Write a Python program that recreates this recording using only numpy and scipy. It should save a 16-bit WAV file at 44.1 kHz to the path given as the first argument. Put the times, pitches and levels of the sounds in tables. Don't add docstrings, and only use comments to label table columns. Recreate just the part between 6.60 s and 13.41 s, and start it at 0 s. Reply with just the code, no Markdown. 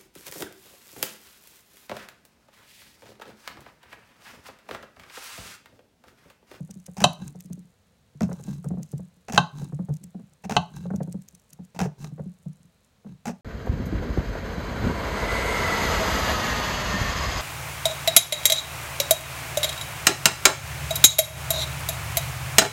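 import sys
import numpy as np
from scipy import signal
from scipy.fft import rfft, irfft
from scipy.io import wavfile

SR = 44100
rng = np.random.default_rng(int(sys.argv[2]) if len(sys.argv) > 2 else 0)


def persist_wave(psi):
    counts = np.round(np.clip(psi, -1, 1) * 32767).astype(np.int16)
    wavfile.write(sys.argv[1], SR, np.atleast_2d(counts).T)


N = 300321
TIME = np.arange(N) / SR

# time in seconds, push in dB, hardness (0 padded, 1 steel).
CONTACTS = [(0.0, -30, 0.24), (0.092, -37.5, 0.51), (0.155, -37, 0), (0.28, -38.5, 0.79), (.612, -29.5, 0),
            (0.749, -36, 0.6), (0.844, -37.5, 0), (.9, -30, 0.09), (0.973, -36.5, 0), (1.546, -41.5, 0.064),
            (1.607, -19, 0.79), (1.624, -17.5, 0.41), (1.691, -27, 0.72), (1.714, -30, 1),
            (1.794, -37, 0.75), (1.876, -25, 0.23), (2.042, -33.5, 0.75), (2.057, -24.5, .35),
            (2.105, -23, 0.58), (2.136, -27, 0.24), (2.172, -28, 0.37), (2.194, -30, 0.37),
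            (2.329, -25.5, 0.23), (2.393, -31.5, 0.53), (3.015, -32.5, 0.62), (3.123, -26.5, 0.45),
            (3.191, -23, 0.44), (3.285, -27.5, 0.45), (3.298, -23, 0.39), (3.435, -38, 0),
            (3.545, -30.5, 0.34), (3.592, -37.5, 0.53), (4.255, -26, 0.59), (4.304, -23.5, 0.74),
            (4.336, -20.5, 0.53), (4.403, -23, 0.69), (4.474, -29, .3), (4.542, -26, 0.32),
            (4.989, -35, 0.38), (5.213, -19, 0.27), (5.255, -27.5, 1), (5.515, -32.5, 0), (5.58, -40, 0.93),
            (5.594, -28, 0.7), (5.656, -30, 0.12), (5.857, -28, 0), (6.446, -36, 0.43), (6.464, -41, 0.85),
            (6.689, -29.5, 0.99)]
# time in seconds, crackle level in dB.
HANDLING = [(0,-69),(.9,-69),(1.15,-84),(1.55,-85.5),(1.72,-67),(2.4,-73),(2.6,-80.5),(3.3,-69.5),(3.75,-78.5),(4.4,-73),(4.75,-70.5),(5.3,-83),(5.8,-74),(6.1,-76.5),(6.4,-87.5),(6.8,-84.5)]
# frequency in Hz, level in dB.
SNAP_SPECTRUM = [(500, -24), (2500, -4), (4000, -7), (6000, 3), (8000, -4.5), (11000, -13.5),
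                 (16000, -15.5)]
# start and length in seconds, then crunch, crack and snap in dB.
CUTS = [(.369, .034, -42.5, -37, -37.5), (0.404, 0.039, -33, -24.5, -29.5), (1.607, 0.063, -45.5, -31, -36),
        (2.684, 0.035, -44, -29, -41), (2.723, 0.092, -36, -28, -31.5), (3.84, 0.025, -42.5, -33.5, -56),
        (3.896, 0.087, -38.5, -21, -33), (5.148, 0.039, -49.5, -38.5, -56),
        (5.191, 0.086, -37.5, -17.5, -29.5), (5.445, 0.015, -52, -32.5, -37),
        (6.656, 0.067, -37.5, -26.5, -34.5)]
# time in seconds, strength in dB, contact cut-off in Hz.
KNOCKS = [(0.4405, 2, 8300), (2.7768, 1.5, 5400), (3.9656, -1.9, 4300)]
# start and end in seconds, rasp in dB, wet hiss in dB.
DRAGS = [(0.557,0.734,-60,-60.5),(1.66,1.852,-67,-62),(1.81,2.013,-57,-55),(2.21,2.404,-93,-66),(2.899,3.12,-57,-57),(4.09,4.307,-56,-58),(5.356,5.514,-58,-54.5),(6.45,6.546,-63.5,-69)]


def from_db(db):
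    return 10 ** (np.asarray(db) / 20)


def rms_one(x):
    return x / np.sqrt(np.mean(x ** 2) + 1e-20)


def at_hz(points, hz):
    table = np.array(points)
    return np.interp(np.log(np.maximum(hz, 1)), np.log(table[:, 0]), table[:, 1])


def add(track, start_s, sound):
    i = max(0, round(start_s * SR))
    track[i:i + len(sound)] += sound[:max(0, N - i)]


def impulse(spectrum, size=4096):
    bins_hz = np.arange(size // 2 + 1) * SR / size
    cepstrum = irfft(np.log(from_db(at_hz(spectrum, bins_hz))))
    cepstrum[1:size // 2] *= 2
    cepstrum[size // 2 + 1:] = 0
    click = irfft(np.exp(rfft(cepstrum)))
    return click / np.abs(click).max()


def through(x, response):
    return signal.fftconvolve(x, response)[:len(x)]


def lowpass(x, cutoff_hz, order):
    return signal.sosfilt(signal.butter(order, cutoff_hz, fs=SR, output="sos"), x)


def decay(t60_s, size):
    return from_db(-60 * TIME[:size] / t60_s)


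def burst(click, t60_s, scatter, size=8192):
    hits = scatter * rng.standard_normal(size) * decay(t60_s, size)
    hits[0] = 1
    sound = through(hits, click)
    return sound / np.abs(sound).max()


def grains(spectrum, per_s, spread_db):
    sizes = from_db(spread_db * np.minimum(rng.exponential(1, N), 4)) * rng.choice([-1, 1], N)
    fires = rng.random(N) < per_s / SR
    return rms_one(through(sizes * fires, impulse(spectrum)))


def swell(start_s, end_s):
    return signal.windows.tukey(max(8, int((end_s - start_s) * SR)), alpha=0.93)


def board_ring(spread_db, size):
    # frequency in Hz, level in dB, t60 in seconds.
    modes = [(103, -25, .156), (174, -22, .17), (241, -24, .059), (329, -27, .061), (402, -26.5, .079),
             (468, -29, .058), (597, -15.5, .054), (726, -12, .062), (800, -15, .065), (857, -14.5, .063),
             (945, -20.5, .068), (1046, -14.5, .055), (1143, -14.5, .074), (1266, -17.5, .035),
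             (1550, -17.5, .046), (2045, -22.5, .034), (2598, -15, .05), (2714, -15, .037),
             (2946, -16, .037), (3121, -14, .043), (3698, -16, .037), (3919, -12, .036), (4083, -15, .028),
             (4290, -19.5, .033), (4835, -27, .02), (6103, -15, .025), (6635, -21, .02),
             (7154, -16.5, .026), (8840, -21, .021), (9924, -16, .013)]
    hz, level_db, t60_s = np.transpose(modes)
    signs = (-1) ** np.arange(len(hz))
    gains = signs * from_db(level_db + rng.normal(0, spread_db, len(hz)))
    partials = decay(t60_s[:, None], size) * np.sin(2 * np.pi * hz[:, None] * TIME[:size])
    return gains @ partials


def taps(tap_db=-4.0, rub_db=1.2, padded_hz=420, hard_octaves=1.3, hard_db=18, size=4096):
    # frequency in Hz, level in dB.
    rub_spectrum = [(100,-19),(300,-5.5),(480,11),(750,-2.5),(1100,-12.5),(1450,-9),(2000,-12.5),(3000,-24.5),(5000,-48),(16000,-71.5)]
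    out, rub_click = np.zeros(N), impulse(rub_spectrum)
    for s, push_db, hardness in CONTACTS:
        db = push_db + hard_db * (hardness - 1)
        contact_hz = padded_hz * 2 ** (hard_octaves * hardness)
        ring = board_ring(spread_db=3.5, size=size) * decay(t60_s=0.07, size=size)
        ring = lowpass(ring, contact_hz, order=4)
        add(out, s, from_db(db + tap_db) * ring / np.abs(ring).max())
        rub = burst(rub_click, t60_s=0.06, scatter=0.3)
        add(out, s, from_db(db + rub_db) * lowpass(rub, 2 * contact_hz, order=4))
    return out


def strays(per_s, over_db, spread_db, count=100):
    times_s = (np.arange(count) + rng.random(count)) / per_s
    handling_db = np.interp(times_s, *np.transpose(HANDLING))
    levels_db = handling_db + over_db + spread_db * rng.standard_normal(count)
    return [(s, db) for s, db in zip(times_s, levels_db) if s < TIME[-1]]


def pushes(rock_hz=173.2, pressed_hz=194, sliding_hz=160):
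    rock_lag_s, settle_lag_s, give_lag_s, slip_gap_s = 0.0033, 0.024, 0.012, 0.024
    settle_db, knock_db, cut_db, judder_db, shake_db = -12.5, -23.5, 12, 22, 3.5
    rows = [(s + rock_lag_s, db, rock_hz, 0) for s, db, _ in CONTACTS]
    rows += [(s + settle_lag_s, db + settle_db, sliding_hz, 0) for s, db, _ in CONTACTS]
    rows += [(s + give_lag_s, db + knock_db, rock_hz, shake_db) for s, db, _ in KNOCKS]
    rows += [(s + give_lag_s, db + cut_db, pressed_hz, shake_db) for s, _, db, _, _ in CUTS]
    for start_s, end_s, db, _ in DRAGS:
        slips_s = start_s + np.cumsum(slip_gap_s * rng.uniform(0.31, 1.2, size=12))
        for s in slips_s[slips_s < end_s]:
            pressure_db = 20 * np.log10(np.sin(np.pi * (s - start_s) / (end_s - start_s)))
            rows.append((s, db + judder_db + pressure_db, sliding_hz, shake_db))
    finger_bumps = strays(per_s=6, over_db=23.5, spread_db=3.0)
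    return rows + [(s, db, sliding_hz, 0) for s, db in finger_bumps]


def nudges(thud_db=1.67, counter_db=-7.0, peak_s=0.011, steepness=2.2, pitch_spread=0.08, size=8192):
    # frequency in Hz, level in dB.
    counter_spectrum = [(25,-38),(45,-19),(70,-4),(105,0),(135,-6),(190,-3),(260,-3),(400,-13),(900,-45),(16000,-80)]
    out, t, counter_click = np.zeros(N), TIME[:size], impulse(counter_spectrum)
    envelope = (t / peak_s * np.exp(1 - t / peak_s)) ** steepness
    for s, db, nominal_hz, shake_db in pushes():
        hz = nominal_hz * (1 + pitch_spread * rng.standard_normal())
        thud = from_db(thud_db) * envelope * np.sin(2 * np.pi * hz * t)
        shake = from_db(counter_db + shake_db) * burst(counter_click, t60_s=0.065, scatter=0.8)
        add(out, s, from_db(db) * (thud + shake))
    return out


def room_air(level_db=-64):
    # frequency in Hz, level in dB.
    air_spectrum = [(15, -48), (25, -18), (80, -2.5), (170, -6), (206, -7), (249, -11.5), (309, -22.5),
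                    (476, -13.5), (775, -20.5), (3430, -26.5), (4030, -24), (4870, -30), (6740, -30),
                    (12900, -37.5), (16000, -37.5)]
    return from_db(level_db) * rms_one(through(rng.standard_normal(N), impulse(air_spectrum)))


def sticky_ticks(tick_db=1.5, cluster_db=-22.5, half_span_s=0.01):
    # time in seconds, level in dB.
    partings = [(0.1103, -30.5), (0.2652, -28), (.5326, -30.5), (0.6798, -29.5), (.8068, -31),
                (0.859, -37.5), (0.9315, -31.5), (1.7305, -31.5), (1.8389, -31), (2.0874, -35),
                (2.2317, -30.5), (2.3178, -36), (2.3808, -38), (3.0444, -36.5), (3.34, -34.5),
                (3.4397, -32.5), (4.1645, -34), (4.3614, -31), (4.4332, -33), (4.5266, -31), (4.6865, -32),
                (4.7507, -35.5), (4.9328, -32), (5.0504, -41.5)]
    # frequency in Hz, level in dB.
    film_spectrum = [(500,-48),(2500,-36),(4000,-22),(5200,-16),(6600,0),(9500,-1),(12000,-8),(16000,-13)]
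    out, cluster_gain = np.zeros(N), np.zeros(N)
    for s, db in partings + strays(per_s=12, over_db=20, spread_db=8.0):
        shift_octaves = rng.uniform(-0.2, 0.08)
        click = impulse([(hz * 2 ** shift_octaves, band_db) for hz, band_db in film_spectrum])
        add(out, s, from_db(db + tick_db) * burst(click, t60_s=0.0025, scatter=0.54))
        envelope = swell(s - half_span_s, s + half_span_s)
        add(cluster_gain, s - half_span_s, from_db(db + cluster_db) * envelope)
    handling_gain = from_db(np.interp(TIME, *np.transpose(HANDLING)))
    crackle = handling_gain * grains(film_spectrum, per_s=590, spread_db=6.5)
    clusters = cluster_gain * grains(SNAP_SPECTRUM, per_s=1900, spread_db=1.5)
    return out + clusters + crackle


def squeeze(start_s, end_s):
    progress = np.linspace(0, 1, max(8, int((end_s - start_s) * SR)))
    return np.interp(progress, [0, 0.08, 0.6, 1], [0, 1, 1, 0.1])


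def cracks(gap_s=0.0125, jitter=0.15, cut_share=0.42):
    rows = []
    for start_s, length_s, _, crack_db, snap_db in CUTS:
        gaps_s = gap_s * np.exp(jitter * rng.standard_normal(size=8))
        delays_s = np.cumsum(gaps_s) - gaps_s[0]
        rows += [(start_s + s, crack_db, snap_db) for s in delays_s if s < cut_share * length_s]
    return rows


def cutting(wood_db=-13.0, direct_db=5.5, crunch_db=-0.5, juice_db=-9.0, lead_s=0.003, size=4096):
    # frequency in Hz, level in dB.
    body_spectrum = [(50,-16.5),(170,3),(320,-14),(430,1),(530,-4),(740,5),(1100,-9),(1550,-9),(2300,-14),(2620,-9.5),(3300,-28.5),(6000,-30.5),(16000,-51)]
    out, pressure = np.zeros(N), np.zeros(N)
    body, snap = impulse(body_spectrum), impulse(SNAP_SPECTRUM)
    for s, crack_db, snap_db in cracks():
        jolt = board_ring(spread_db=2.5, size=size) * decay(t60_s=0.027, size=size)
        add(out, s, from_db(crack_db + wood_db) * jolt / np.abs(jolt).max())
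        add(out, s, from_db(crack_db) * burst(body, t60_s=0.028, scatter=0.43))
        add(out, s, from_db(snap_db + direct_db) * burst(snap, t60_s=0.012, scatter=0.6))
    for s, length_s, db, _, _ in CUTS:
        add(pressure, s - lead_s, from_db(db + crunch_db) * squeeze(s - lead_s, s + length_s))
    cells = grains(body_spectrum, per_s=3500, spread_db=5.5)
    juice = from_db(juice_db) * grains(SNAP_SPECTRUM, per_s=5400, spread_db=4.0)
    return out + pressure * (cells + juice)


def knocks(ring_db=-0.53, bite_db=-7.0, size=16384):
    # frequency in Hz, level in dB.
    bite_spectrum = [(100, -17.5), (400, -9), (750, 4), (1200, -1), (1900, -20.5), (2350, -18.5),
                     (2900, -4), (4000, -1), (5000, -12.5), (7000, -6), (11000, -15.5), (16000, -15)]
    out, bite_click = np.zeros(N), impulse(bite_spectrum)
    for s, db, contact_hz in KNOCKS:
        ring = from_db(ring_db) * board_ring(spread_db=3, size=size)
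        bite = from_db(bite_db) * burst(bite_click, t60_s=0.047, scatter=0.92, size=size)
        add(out, s, from_db(db) * lowpass(ring + bite, contact_hz, order=2))
    return out


def stick_slip(step_s=0.005, spread_db=3.5):
    knots_s = np.arange(0, TIME[-1], step_s)
    flutter_db = np.interp(TIME, knots_s, rng.normal(0, spread_db, len(knots_s)))
    return rms_one(from_db(flutter_db))


def drags(blade_db=2.5, smear_db=-1.5, catches_per_s=350):
    # frequency in Hz, width in Hz, level in dB.
    blade_modes = [(840, 120, 8), (1090, 490, 0), (1602, 55, 6), (2660, 32, 2), (3930, 150, 1.5),
                   (5540, 77, -47), (6340, 79, -1), (7100, 230, -12), (9350, 390, -13)]
    # frequency in Hz, level in dB.
    rasp_spectrum = [(60,38),(180,-10),(320,-31.5),(400,-2),(800,15),(1400,-15.5),(2200,13),(4000,-38),(8000,-65),(16000,-44)]
    hiss_spectrum = [(1000, 4), (3500, 2.5), (6500, 10), (9500, 1.5), (13000, -1.5), (16000, -3)]
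    rasp_gain, hiss_gain, ring = np.zeros(N), np.zeros(N), np.zeros(N)
    for start_s, end_s, rasp_db, hiss_db in DRAGS:
        pressure = swell(start_s, end_s)
        add(rasp_gain, start_s, from_db(rasp_db) * pressure)
        add(hiss_gain, start_s, from_db(hiss_db + smear_db) * pressure)
    catches = rng.standard_normal(N) * (rng.random(N) < catches_per_s / SR)
    for k, (hz, width_hz, db) in enumerate(blade_modes):
        resonator = signal.iirpeak(hz, hz / width_hz, fs=SR)
        ring += (-1) ** k * from_db(db) * signal.lfilter(*resonator, catches)
    rasp = from_db(blade_db) * rms_one(ring) + grains(rasp_spectrum, per_s=3600, spread_db=4.0)
    flutter = stick_slip()
    hiss = grains(hiss_spectrum, per_s=4000, spread_db=3.5)
    return flutter * (rasp_gain * rasp + hiss_gain * hiss)


def kitchen_reverb(x, build_s=0.004, size=32768):
    # frequency in Hz, level in dB.
    tail_spectrum = [(100, -4.5), (200, -7), (450, -13), (1000, -11), (2000, -21), (3500, -14), (7000, -18),
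                     (14000, -22.5)]
    # frequency in Hz, t60 in seconds.
    decay_times = [(100, .2), (400, 0.25), (1000, 0.28), (4000, 0.27), (8000, .27), (15000, .18)]
    tail, onset = np.zeros(size), 1 - np.exp(-TIME[:size] / build_s)
    edges_hz = np.geomspace(50, 17000, 13)
    for low_hz, high_hz in zip(edges_hz, edges_hz[1:]):
        hz = np.sqrt(low_hz * high_hz)
        envelope = decay(at_hz(decay_times, hz), size) * onset
        bandpass = signal.butter(2, [low_hz, high_hz], "band", fs=SR, output="sos")
        band = signal.sosfilt(bandpass, rng.standard_normal(size))
        tail += from_db(at_hz(tail_spectrum, hz)) * band * envelope / np.sqrt(np.sum(envelope ** 2))
    return through(x, tail)


def scene(tick_send_db=-6.0):
    board = knocks() + cutting() + drags() + taps() + nudges()
    ticks = sticky_ticks()
    to_walls = board + from_db(tick_send_db) * ticks
    return (board + ticks + room_air() + kitchen_reverb(to_walls))[None, :]


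def record(dry):
    ceiling, cutoff_hz = 1.2, 16100
    rounded = ceiling * np.tanh(dry / ceiling)
    return signal.sosfilt(signal.ellip(10, 0.2, 80, cutoff_hz, fs=SR, output="sos"), rounded)


dry = scene()
out = record(dry)
persist_wave(out)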